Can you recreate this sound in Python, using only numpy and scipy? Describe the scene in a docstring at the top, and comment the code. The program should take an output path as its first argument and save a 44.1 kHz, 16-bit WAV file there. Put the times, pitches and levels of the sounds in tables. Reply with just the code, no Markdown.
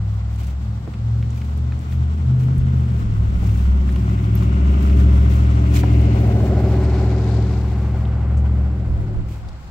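"""From the first seconds, walkers with a dog move along a night street: cloth rustles, leash hardware ticks, grit crunches.
A V8 vehicle winds up through town noise, drops in pitch near 3 s and cruises, summed from lines at engine orders.
It is closest near 5.4 s: the exhaust burbles and rasps, and tyres hiss on the wet road as coloured noise.
From 8.8 s the deep boom sinks, the pipe hoots briefly near 9.1 s and the engine slows to the end."""
import sys
import numpy as np
from scipy import signal
from scipy.fft import rfft, irfft, next_fast_len
from scipy.io import wavfile

SR = 44100
rng = np.random.default_rng(int(sys.argv[2]) if len(sys.argv) > 2 else 0)


def pcm_store(signal):
    """Save signal as 16-bit PCM."""
    levels = np.round(np.clip(np.atleast_2d(signal), -1, 1) * 32767)
    wavfile.write(sys.argv[1], SR, levels.astype(np.int16).T)


N = 427851
TIME = np.arange(N) / SR


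def gain_of(db):
    """Decibels to amplitude."""
    return 10 ** (np.asarray(db) / 20)


def evened(x):
    """Scales to rms 1."""
    return x / np.sqrt(np.mean(x ** 2) + 1e-20)


def curves(rows):
    """Draws each column after the time column as an automation curve, one value per sample."""
    s, *columns = np.transpose(rows)
    return [np.interp(TIME, s, c) for c in columns]


def read(points, hz):
    """Reads a spectrum, joined by straight lines over log frequency."""
    f, value = np.transpose(points)
    return np.interp(np.log(hz + 1), np.log(f + 1), value)


def add(mix, s, sound):
    """Mixes a stereo sound in at time s."""
    part = mix[:, max(round(s * SR), 0):][:, :sound.shape[-1]]
    part += sound[..., :part.shape[-1]]


def wander(rate, size=4096):
    """Smooth random modulation of rms 1, rolled off above rate [Hz]."""
    hz = np.fft.rfftfreq(size, TIME[-1] / size)
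    slow = irfft(rfft(rng.standard_normal(size)) / (1 + (hz / rate) ** 4))
    return np.interp(TIME, np.linspace(0, TIME[-1], size), evened(slow))


# how alike the two channels are: (frequency [Hz], coherence [0-1])
CHANNEL_COHERENCE = [(30, 0.52), (200, 0.99), (500, 0.85), (1000, 0.81), (2000, 0.33), (4000, 0.17),
                     (8000, .1), (12000, .02)]


def noise(spectrum, grain_db=0):
    """Stereo noise of rms 1, its channels most alike in the low mids; grain_db makes it crackle."""
    size = next_fast_len(N)
    hz = np.fft.rfftfreq(size, 1 / SR)
    # every 32 samples draw a new random level
    grain_level = np.minimum(rng.exponential(1, size // 32 + 1), 5)
    grains = gain_of(grain_db * grain_level).repeat(32)[:size]
    a, b = rfft(rng.standard_normal((2, size)) * grains)
    same = np.clip(read(CHANNEL_COHERENCE, hz), 0, 1)
    pair = np.array([a, same * a + np.sqrt(1 - same ** 2) * b])
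    return evened(irfft(pair * gain_of(read(spectrum, hz)), size)[:, :N])


def band(x, hz, octaves):
    """A gentle band-pass around hz."""
    edges = np.clip([hz / 2 ** (octaves / 2), hz * 2 ** (octaves / 2)], 20, SR / 2 - 200)
    return signal.sosfilt(signal.butter(2, edges, "band", fs=SR, output="sos"), x)


def panned(x, balance_db):
    """Splits a left-right level difference between the channels."""
    return x * gain_of(np.array([[.5], [-.5]]) * balance_db)


# colour of the distant town: (frequency [Hz], level [dB per Hz])
STREET_COLOUR = [(20, -16.5), (45, -1.5), (85, 7.5), (150, 6.5), (300, -11.5), (500, -17.5), (850, -15),
                 (1400, -17), (2700, -30), (5000, -31), (6200, -54.5), (7500, -31), (10000, -61),
                 (15500, -58)]
# air on the microphone: (time [s], level before gusts [dB])
BUFFET_LEVEL = [(0, -48.5), (2.7, -36), (3.3, -29.5), (4.6, -41.5), (7.4, -46.5), (8.8, -32.5),
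                (9.7, -34.5)]
# colour of the buffeting: (frequency [Hz], level [dB per Hz])
BUFFET_COLOUR = [(10, -14), (25, -5), (46, 0), (60, -2), (110, -18), (300, -50), (900, -90)]


def street(hum_db=-41, buffet_db=0.0, gust_db=5.5):
    """Distant town noise holds steady; air buffets the microphone as low noise with gusty level."""
    gusts_db = gust_db * wander(rate=4)
    buffet_gain = gain_of(curves(BUFFET_LEVEL)[0] + buffet_db + gusts_db)
    return gain_of(hum_db) * noise(STREET_COLOUR) + buffet_gain * noise(BUFFET_COLOUR)


# steady rustle of walking: (time [s], level before trim [dB])
RUSTLE_LEVEL = [(0, -74), (3.2, -68), (5.2, -61.5), (6.6, -60.5), (7.1, -69.5), (8.2, -76), (9.7, -73)]
# single rubs of cloth: (start [s], length [s], level before trim [dB], left-right difference [dB])
CLOTH_RUBS = [(.37, 0.18, -55, 0), (1.3, 0.37, -62, 3), (1.876, 0.11, -58, 4), (2.373, 0.14, -58.5, 3),
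              (2.82, 0.35, -68, 7), (3.354, 0.39, -56, 4), (3.86, 0.18, -58, 3), (4.34, 0.18, -57.5, 0),
              (4.796, 0.13, -52.5, 4), (4.94, .14, -59, 11), (5.267, 0.2, -59, 15), (5.732, 0.1, -39.5, -1),
              (5.917, 0.055, -58, 8), (6.133, 0.41, -62, 12), (6.79, 0.087, -61, 8), (7.35, 1, -66.5, 6),
              (9.27, 0.17, -59, -2)]
# colour of the fabric: (frequency [Hz], level [dB per Hz])
CLOTH_COLOUR = [(400, -21.5), (1500, -0.5), (2400, 9.5), (4000, 2.5), (7600, 1), (10000, -7), (11200, -6.5),
                (12500, -2), (14000, -5), (15800, -1)]
RUB_RISE, RUB_HOLD = 0.2, 0.43  # shares of a rub's length at which it is full and starts to die


def cloth(rustle_db=5.5, rub_db=7.0, uneven_db=3.0, catch_db=2.5):
    """Fabric rustles unevenly on the left; each rub swells, catches as it slides and dies away."""
    rustle_level = curves(RUSTLE_LEVEL)[0] + rustle_db + uneven_db * wander(rate=8.1)
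    rustle = panned(gain_of(rustle_level), balance_db=14.0)
    rubs = np.zeros((2, N))
    for s, length, db, balance_db in CLOTH_RUBS:
        shape = np.interp(np.linspace(0, 1, round(length * SR)), [0, RUB_RISE, RUB_HOLD, 1], [0, 1, 1, 0])
        add(rubs, s, panned(gain_of(db + rub_db) * shape, balance_db))
    catching = rubs * gain_of(catch_db * wander(rate=52))
    return np.hypot(rustle, catching) * noise(CLOTH_COLOUR, grain_db=1.5)


def burst(hz, octaves, t60, snap=6, size=6000):
    """A sharp snap and a dying puff of noise in one band, peak 1."""
    t = np.arange(size) / SR
    common, left, right = rng.standard_normal((3, size))
    drive = (common + .5 * np.array([left, right])) * gain_of(-60 * t / t60) + snap * (t == 0)
    puff = band(drive, hz, octaves)
    return puff / abs(puff).max()


# leash hardware: (time [s], peak before panning [dB], centre [Hz], width [octaves], t60 [s],
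# left-right difference [dB])
LEASH_TICKS = [(0.36, -41, 7300, 1.1, .03, -10), (.469, -36, 7000, 1.1, .02, -6),
               (1.305, -40, 6650, .6, .03, 8), (1.577, -38, 9000, 1.5, .012, 15),
               (1.791, -45, 7000, 0.48, .017, 6), (2.581, -36, 9500, 1.3, .02, 9),
               (3.959, -38, 7300, 1.3, .025, 3), (4.094, -41, 5970, .6, .02, 7),
               (4.352, -31, 12100, 0.034, .025, -7), (8.053, -38, 3300, 0.43, 0.028, 7),
               (8.37, -45, 6860, .66, 0.13, -6), (9.487, -38, 4700, 1, .038, 6)]
# grit and ice under shoes and paws: (time [s], peak [dB], centre [Hz])
GRIT_CRUNCHES = [(.937, -32.5, 1600), (1.226, -32.5, 1700), (1.415, -34, 1900), (1.721, -31.5, 1500),
                 (1.924, -34, 1500), (3.891, -30, 1200), (3.96, -31, 2000), (4.424, -29.5, 1300),
                 (4.897, -27, 1700), (6.740, -26, 1050)]
# soft knocks of steps and handling: (time [s], level [dB], base pitch [Hz], t60 [s])
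STEP_KNOCKS = [(.876, -16, 125, .045), (3.427, -26, 320, .06), (3.96, -29, 420, .03),
               (5.835, -13.5, 385, .035), (6.404, -22, 420, .03), (9.3, -27, 130, .09)]
# what a knock rings with: (multiple of its base pitch [ratio], level [dB])
KNOCK_RING = [(1, -3), (1.5, -4), (1.95, -5), (2.5, -6)]


def walking(tick_db=0, size=6000):
    """Metal ticks and grit are short noise bursts; a knock is dying sine modes under a dull puff."""
    out, t = np.zeros((2, N)), np.arange(size) / SR
    for s, db, hz, octaves, t60, balance_db in LEASH_TICKS:
        add(out, s, gain_of(db + tick_db) * panned(burst(hz, octaves, t60), balance_db))
    for s, db, hz in GRIT_CRUNCHES:
        add(out, s, gain_of(db) * burst(hz, octaves=1.6, t60=.04, snap=3))
    for s, db, hz, t60 in STEP_KNOCKS:
        ring = sum(gain_of(mode_db) * np.sin(2 * np.pi * hz * ratio * t) for ratio, mode_db in KNOCK_RING)
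        attack = np.minimum(t * hz, 1)
        add(out, s, gain_of(db - 60 * t / t60) * ring * attack)
        # the blow itself is a broad, dull puff
        add(out, s, gain_of(db - 5) * burst(1.8 * hz, octaves=1.8, t60=t60, snap=14))
    return out


# faint squeaks of the wheels: (time [s], peak [dB], middle pitch [Hz])
WHEEL_SQUEAKS = [(2.54, -76, 8900), (2.89, -68, 8900), (3.24, -77, 8950), (3.56, -59, 8900),
                 (3.9, -60, 8850), (4.22, -66, 8870), (4.54, -63, 8880), (5.14, -60, 8830),
                 (5.71, -65, 8900), (5.98, -60, 8650), (6.82, -57, 8380)]


def squeaks(length=0.049, fall=.015):
    """Short, thin sine chirps that sag in pitch."""
    out, t = np.zeros((2, N)), np.arange(0, length, 1 / SR)
    for s, db, hz in WHEEL_SQUEAKS:
        turns = np.cumsum(hz * (1 + fall * (.5 - t / length))) / SR
        add(out, s, gain_of(db) * np.hanning(len(t)) * np.sin(2 * np.pi * turns))
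    return out


# strength of the tyre horn: (time [s], level before trim [dB])
HORN_LEVEL = [(0, -25), (3.8, -9.5), (4.8, 1.5), (5.3, -5), (5.9, 4), (6.15, 3), (6.5, -11.5), (9.7, -29.5)]
# colour of the tyre horn: (frequency [Hz], level [dB per Hz])
HORN_COLOUR = [(1200, -40), (1800, -12), (2100, 1.5), (2450, -2), (2900, -0.5), (3300, -14.5), (5000, -42)]


def tread(whine_db=-49.0):
    """The wedge between tyre and road acts as a horn: a hissing band, strongest around the pass."""
    beam_db, = curves(HORN_LEVEL)
    return panned(gain_of(whine_db + beam_db) * noise(HORN_COLOUR, grain_db=2.5), balance_db=4.5)


# tyres on the wet road: (time [s], roar level before trim [dB], spray level before trim [dB])
TYRE_LEVELS = [(0.0, -52, -59.5), (1.24, -52.5, -59), (4.38, -44, -56), (5.02, -41.5, -53),
               (6.56, -42, -53), (6.97, -40.5, -49.5), (7.32, -44, -51), (8.13, -46.5, -61.5),
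               (9.29, -53.5, -63.5), (9.7, -53, -60.5)]
# tread roar heard ahead of and behind the vehicle: (frequency [Hz], level [dB per Hz])
ROAR_FRONT = [(410, -23), (700, -3), (831, -2.5), (884, -3.5), (1040, -0.5), (1180, -2), (1460, -4.5),
              (1660, -15), (2020, -9.5), (2420, -15.5), (2700, -15), (3600, -23.5), (4680, -47.5),
              (7920, -120)]
ROAR_BACK = [(410, -24.5), (700, 1), (797, 2), (933, -6), (1000, -3.5), (1210, -11.5), (1480, -10),
             (1740, -16.5), (2040, -11), (3250, -24.5), (3600, -28), (4680, -65), (7920, -120)]
# flung water heard ahead of and behind the vehicle: (frequency [Hz], level [dB per Hz])
SPRAY_FRONT = [(1880, -23.5), (3200, -3), (3970, -7.5), (4260, -7.5), (5060, -12), (5460, -6.5),
               (5890, -12), (6180, -9), (6830, -13.5), (7480, -10), (10000, -25.5), (13000, -55),
               (22000, -120)]
SPRAY_BACK = [(1880, -20), (3200, -9.5), (3820, -6), (4240, -4), (5540, -9.5), (5920, -12), (7440, -13),
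              (8960, -24), (10000, -27), (13000, -55), (22000, -120)]


def tyres(behind, balance_db, roar_db=4.0, spray_db=1.5, flicker_db=1.13):
    """Tread roar and flung water, each with one colour ahead of the vehicle and another behind it."""
    roar_level, spray_level = curves(TYRE_LEVELS)
    front, back = np.sqrt(1 - behind ** 2), behind
    roar = front * noise(ROAR_FRONT, grain_db=2.5) + back * noise(ROAR_BACK, grain_db=1.0)
    spray = front * noise(SPRAY_FRONT, grain_db=1.5) + back * noise(SPRAY_BACK, grain_db=2.0)
    roar = panned(gain_of(roar_level + roar_db) * roar, 0.66 * balance_db)
    spray = panned(gain_of(spray_level + spray_db) * spray, 1.52 * balance_db)
    return (roar + spray) * gain_of(flicker_db * wander(rate=22))


# how hard the engine pulls: (time [s], level before trim [dB])
ENGINE_LOAD = [(0, -32), (1.9, -29), (2.5, -21), (3.3, -22), (5, -26), (6.2, -31), (9.2, -33), (9.7, -42)]
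# colour of the rumble: (frequency [Hz], level [dB per Hz])
RUMBLE_COLOUR = [(30, -36.5), (65, -14.5), (105, -4.0), (150, -2.5), (210, -4), (270, -19.5), (420, -42.5),
                 (900, -74)]


def engine_rumble(rumble_db=-9):
    """Uneven combustion fills the valleys between the low lines with noise while the engine pulls."""
    load_db, = curves(ENGINE_LOAD)
    return gain_of(load_db + rumble_db) * noise(RUMBLE_COLOUR)


def firing_phase(order):
    """Phase of an order: one bank fires in slots 0, 2, 3, 5 of eight, the other more weakly."""
    strength = np.array([1, .4, 1, 1, .4, 1, .4, .4])
    slots = np.arange(len(strength)) / len(strength)
    smear = 2.2 * np.sqrt(order) - np.pi  # the muffler smears each pulse
    return np.angle(np.sum(strength * np.exp(-2j * np.pi * order * slots))) - smear


# upper exhaust note, which also guides the gas: (time [s], burble before trim [dB], rasp before trim [dB])
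EXHAUST_LEVELS = [(0.1, -37.5, -50.5), (2.08, -34, -46.5), (2.45, -29, -40.5), (3.17, -31, -42),
                  (3.47, -26.5, -40.5), (3.66, -32.5, -43.5), (3.89, -26, -40.5), (4.97, -22, -33.5),
                  (5.47, -25, -37), (6.46, -20.5, -28), (7.02, -25.5, -28.5), (7.77, -28, -38),
                  (8.39, -28, -39), (9.16, -31, -41.5), (9.24, -33, -47), (9.7, -53, -56)]
# colour of the escaping gas: (frequency [Hz], level [dB per Hz])
GAS_COLOUR = [(150, -38.5), (280, 0), (390, -1.5), (470, -7), (800, -10.5), (1100, -24.5), (1450, -13.5),
              (1800, -21), (3000, -28.5), (6000, -74.5)]
GAS_DB, GAS_FAR_DB = -7.5, 7.5  # gas noise against the rasp, and how much more of it is heard from afar


def gas(angle, far, depth=0.063):
    """Turbulent gas leaves the pipe in puffs, at the firing rate and the beat of the stronger bank."""
    puffs = np.cos(8 * angle) + np.cos(3 * angle + firing_phase(3))
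    level = gain_of(curves(EXHAUST_LEVELS)[1] + GAS_DB + GAS_FAR_DB * far)
    return level * evened(np.exp(depth * puffs)) * noise(GAS_COLOUR)


CLOSEST_S, PASS_WIDTH_S = 5.42, 1.8
ECHO_HZ, ECHO_DB = 296, 6  # the road's echo when the vehicle is closest
ECHO_REACH = 1.73  # beyond this many times the closest distance the echo stops changing
HOOT_S, HOOT_LENGTH_S, HOOT_HZ, HOOT_DB = 9.12, 0.12, 362, 10  # as the throttle shuts the pipe hoots
PEAK_OCTAVES = 0.12  # half width of both peaks


def line_lift(hz):
    """Lift [dB] of a line by the road's echo, higher and stronger from afar, and by the lift-off hoot."""
    t, hz = TIME[::SR // 100], hz[::SR // 100]
    # in units of the closest distance
    distance = np.minimum(np.hypot(1, (t - CLOSEST_S) / PASS_WIDTH_S), ECHO_REACH)
    hoot_db = HOOT_DB * np.exp(-((t - HOOT_S) / HOOT_LENGTH_S) ** 2)
    peaks = (ECHO_HZ * distance, ECHO_DB * distance), (HOOT_HZ, hoot_db)
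    return [np.interp(TIME, t, db / (1 + (np.log2(hz / centre) / PEAK_OCTAVES) ** 2)) for centre, db in peaks]


# uneven firing puts a line on every multiple of the cycle, its strength repeating every 8 orders:
# one column (level [dB]), rows are 0 to 4 orders from a multiple of 8
FIRING_PATTERN = [1.5, -2, -2.5, 2.5, -4.5]
# colour of the exhaust pipe heard from ahead and from behind: (frequency [Hz], level [dB])
PIPE_FRONT = [(55, -16.5), (140, -7.5), (162, -16), (181, -4.5), (220, -11.5), (250, -22), (300, -18.5),
              (345, -29), (395, -17), (450, -39), (600, -26.5), (830, -34)]
PIPE_BACK = [(55, -16), (95, -4.5), (140, -7.5), (170, -16), (195, -8), (228, -12), (250, -20),
             (292, -14.5), (320, -30), (378, -10.5), (430, -34.5), (460, -18.5), (488, -29), (520, -23),
             (590, -23.5), (830, -30.5)]
CRUISE_HZ = 13.9  # cycle rate at which the pipe colour is read


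def exhaust(angle, speed, behind, far, waver_db=2.37, far_db=-5, burble_db=0.62, rasp_db=0.06, uneven_db=1.0):
    """Engine orders sound as firing pattern times pipe colour: burble up to order 24, rasp above it."""
    stacks, powers = np.zeros((2, N)), np.zeros((2, N))
    for k in [4, 6, 7, *range(9, 61)]:
        upper = int(k > 24)
        pattern_db = FIRING_PATTERN[min(k % 8, -k % 8)]
        front_db, back_db = read(PIPE_FRONT, k * CRUISE_HZ), read(PIPE_BACK, k * CRUISE_HZ)
        pipe_db = (1 - behind) * front_db + behind * back_db
        echo_db, hoot_db = line_lift(k * speed)
        # echoes off the houses: each line drifts at random in level and phase
        height = gain_of(pattern_db + pipe_db + echo_db + waver_db * wander(rate=1.07))
        powers[upper] += height ** 2
        # far away, the higher lines sink into the street noise
        height = height * gain_of(hoot_db + far_db * far * np.clip(k / 8 - 1.6, 0, 1.6))
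        echo_phase = 1.1 * rng.standard_normal() + .1 * wander(rate=3)  # radians
        stacks[upper] += height * np.cos(k * angle + firing_phase(k) + echo_phase)
    # the strength of the firings flickers
    burble, rasp = stacks / np.sqrt(powers) * gain_of(uneven_db * wander(rate=40))
    burble_level, rasp_level = curves(EXHAUST_LEVELS)
    return np.sqrt(2) * (gain_of(burble_level + burble_db) * burble + gain_of(rasp_level + rasp_db) * rasp)


# deep boom, order 5, swelling and fading among the houses: (time [s], level before trim [dB])
BOOM_LEVEL = [(0.0, -24.5), (0.59, -21), (0.81, -29.5), (1.75, -21.5), (1.86, -25.5), (2.03, -16.5),
              (2.27, -18), (2.35, -28.5), (2.78, -15.5), (2.89, -24), (2.97, -16.5), (3.13, -33),
              (3.19, -21), (3.83, -14.5), (4.27, -25.5), (4.48, -15.5), (5.16, -11), (5.62, -17.5),
              (5.78, -13), (5.94, -16.5), (7.92, -20), (8.64, -16), (9.7, -37.5)]
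# firing note, order 8: (time [s], level before trim [dB])
FIRING_LEVEL = [(0.0, -19), (0.59, -31.5), (0.7, -20.5), (0.86, -35), (1.13, -18.5), (1.54, -28.5),
                (1.73, -22.5), (1.81, -31), (2.03, -22.5), (2.16, -35), (2.29, -18.5), (2.78, -16.5),
                (3.02, -23.5), (3.24, -17.5), (3.38, -29), (3.51, -15.5), (3.81, -38.5), (4.0, -21),
                (4.46, -17), (4.81, -41), (5.0, -23), (6.08, -16), (9.29, -26.5), (9.7, -57)]
LIFT_OFF_S, LIFT_OFF_FALL_S, LIFT_OFF_DB = 8.8, 0.14, 2.5  # off the throttle the deep boom sinks quickly


def boom(angle, deep_db=0, firing_db=-0.32, flutter_db=1.54):
    """The deep boom and the firing note, orders 5 and 8 as cosines, each fluttering a little in level."""
    sunk_db = LIFT_OFF_DB * np.clip((TIME - LIFT_OFF_S) / LIFT_OFF_FALL_S, 0, 1)
    deep_level = curves(BOOM_LEVEL)[0] + deep_db - sunk_db
    firing_level = curves(FIRING_LEVEL)[0] + firing_db
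    lines = 0
    for k, db in [(5, deep_level), (8, firing_level)]:
        lines = lines + gain_of(db + flutter_db * wander(rate=4.4)) * np.cos(k * angle + firing_phase(k))
    return np.sqrt(2) * lines


# engine speed winding up, dropping at the gear change, cruising and lifting off:
# (time [s], four-stroke cycle rate [Hz])
ENGINE_SPEED = [(0, 12.9), (.3, 13.06), (.9, 13.9), (2.1, 15.42), (2.65, 16.28), (2.8, 15.65), (3.0, 14.16),
                (3.17, 13.07), (3.6, 13.13), (4.8, 13.7), (5.7, 13.97), (6.6, 13.91), (7.5, 13.82),
                (8.8, 14.08), (9.2, 13.28), (9.7, 13.0)]
# where the vehicle is: (time [s], view [0 front - 1 tailpipe], bearing [1 left, 0 straight on, below 0 right],
# tyre left-right difference before scaling [dB], farness [0-1])
VEHICLE_PATH = [(0, 0.52, 0.51, 1.5, 1), (1.2, 0.61, 0.62, 1.5, 0.14), (2.9, 0.031, 0.77, 3.5, 1),
                (3.7, 0.24, 0.73, 3, 0.04), (5.2, 0.2, 0.92, 3.5, 0.03), (6.1, 0.83, 0.66, 6, 0),
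                (6.6, 0.97, 0.15, 0, 0), (7.4, 1, 0.092, 7, 0.04), (8.3, 0.7, -0.18, 0.5, 0.5),
                (9.7, 0.82, -0.44, 1.5, 0.4)]
# phase turn of the right channel, scaled by bearing: (frequency [Hz], phase at bearing 1 [rad])
RIGHT_CHANNEL_PHASE = [(20, .03), (70, 0.086), (200, 0.077), (380, 1), (600, 2.08), (1100, 4.17),
                       (2000, 3.95), (4000, 7)]


def vehicle():
    """One crank angle drives boom, exhaust and gas puffs; the rumble and the tyres are free noise."""
    behind, bearing, balance_db, far = curves(VEHICLE_PATH)
    behind = np.clip(behind, 0, 1)
    speed, = curves(ENGINE_SPEED)
    angle = 2 * np.pi * np.cumsum(speed) / SR + .005 * wander(rate=18)
    engine = panned(boom(angle) + exhaust(angle, speed, behind, far) + engine_rumble(), balance_db=0.84)
    engine = engine + panned(gas(angle, far), -1.5 * bearing)
    left, right = engine + tyres(behind, balance_db)
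    # the phase of the right channel turns with frequency and bearing
    hz, t, z = signal.stft(right, SR, nperseg=2048, noverlap=1536)
    z = z * np.exp(-1j * np.outer(read(RIGHT_CHANNEL_PHASE, hz), np.interp(t, TIME, bearing)))
    return np.array([left, signal.istft(z, SR, nperseg=2048, noverlap=1536)[1][:N]])


def scene():
    """The street, the walkers and the passing vehicle."""
    return street() + cloth() + walking() + squeaks() + tread() + vehicle()


def record(dry):
    """A 4 ms fade-in and a steep low-pass at 15850 Hz."""
    faded = dry * np.minimum(TIME / .004, 1)
    return signal.oaconvolve(faded, signal.firwin(511, 15850, window=("kaiser", 9), fs=SR)[None], "same")


dry = scene()
out = record(dry)
pcm_store(out)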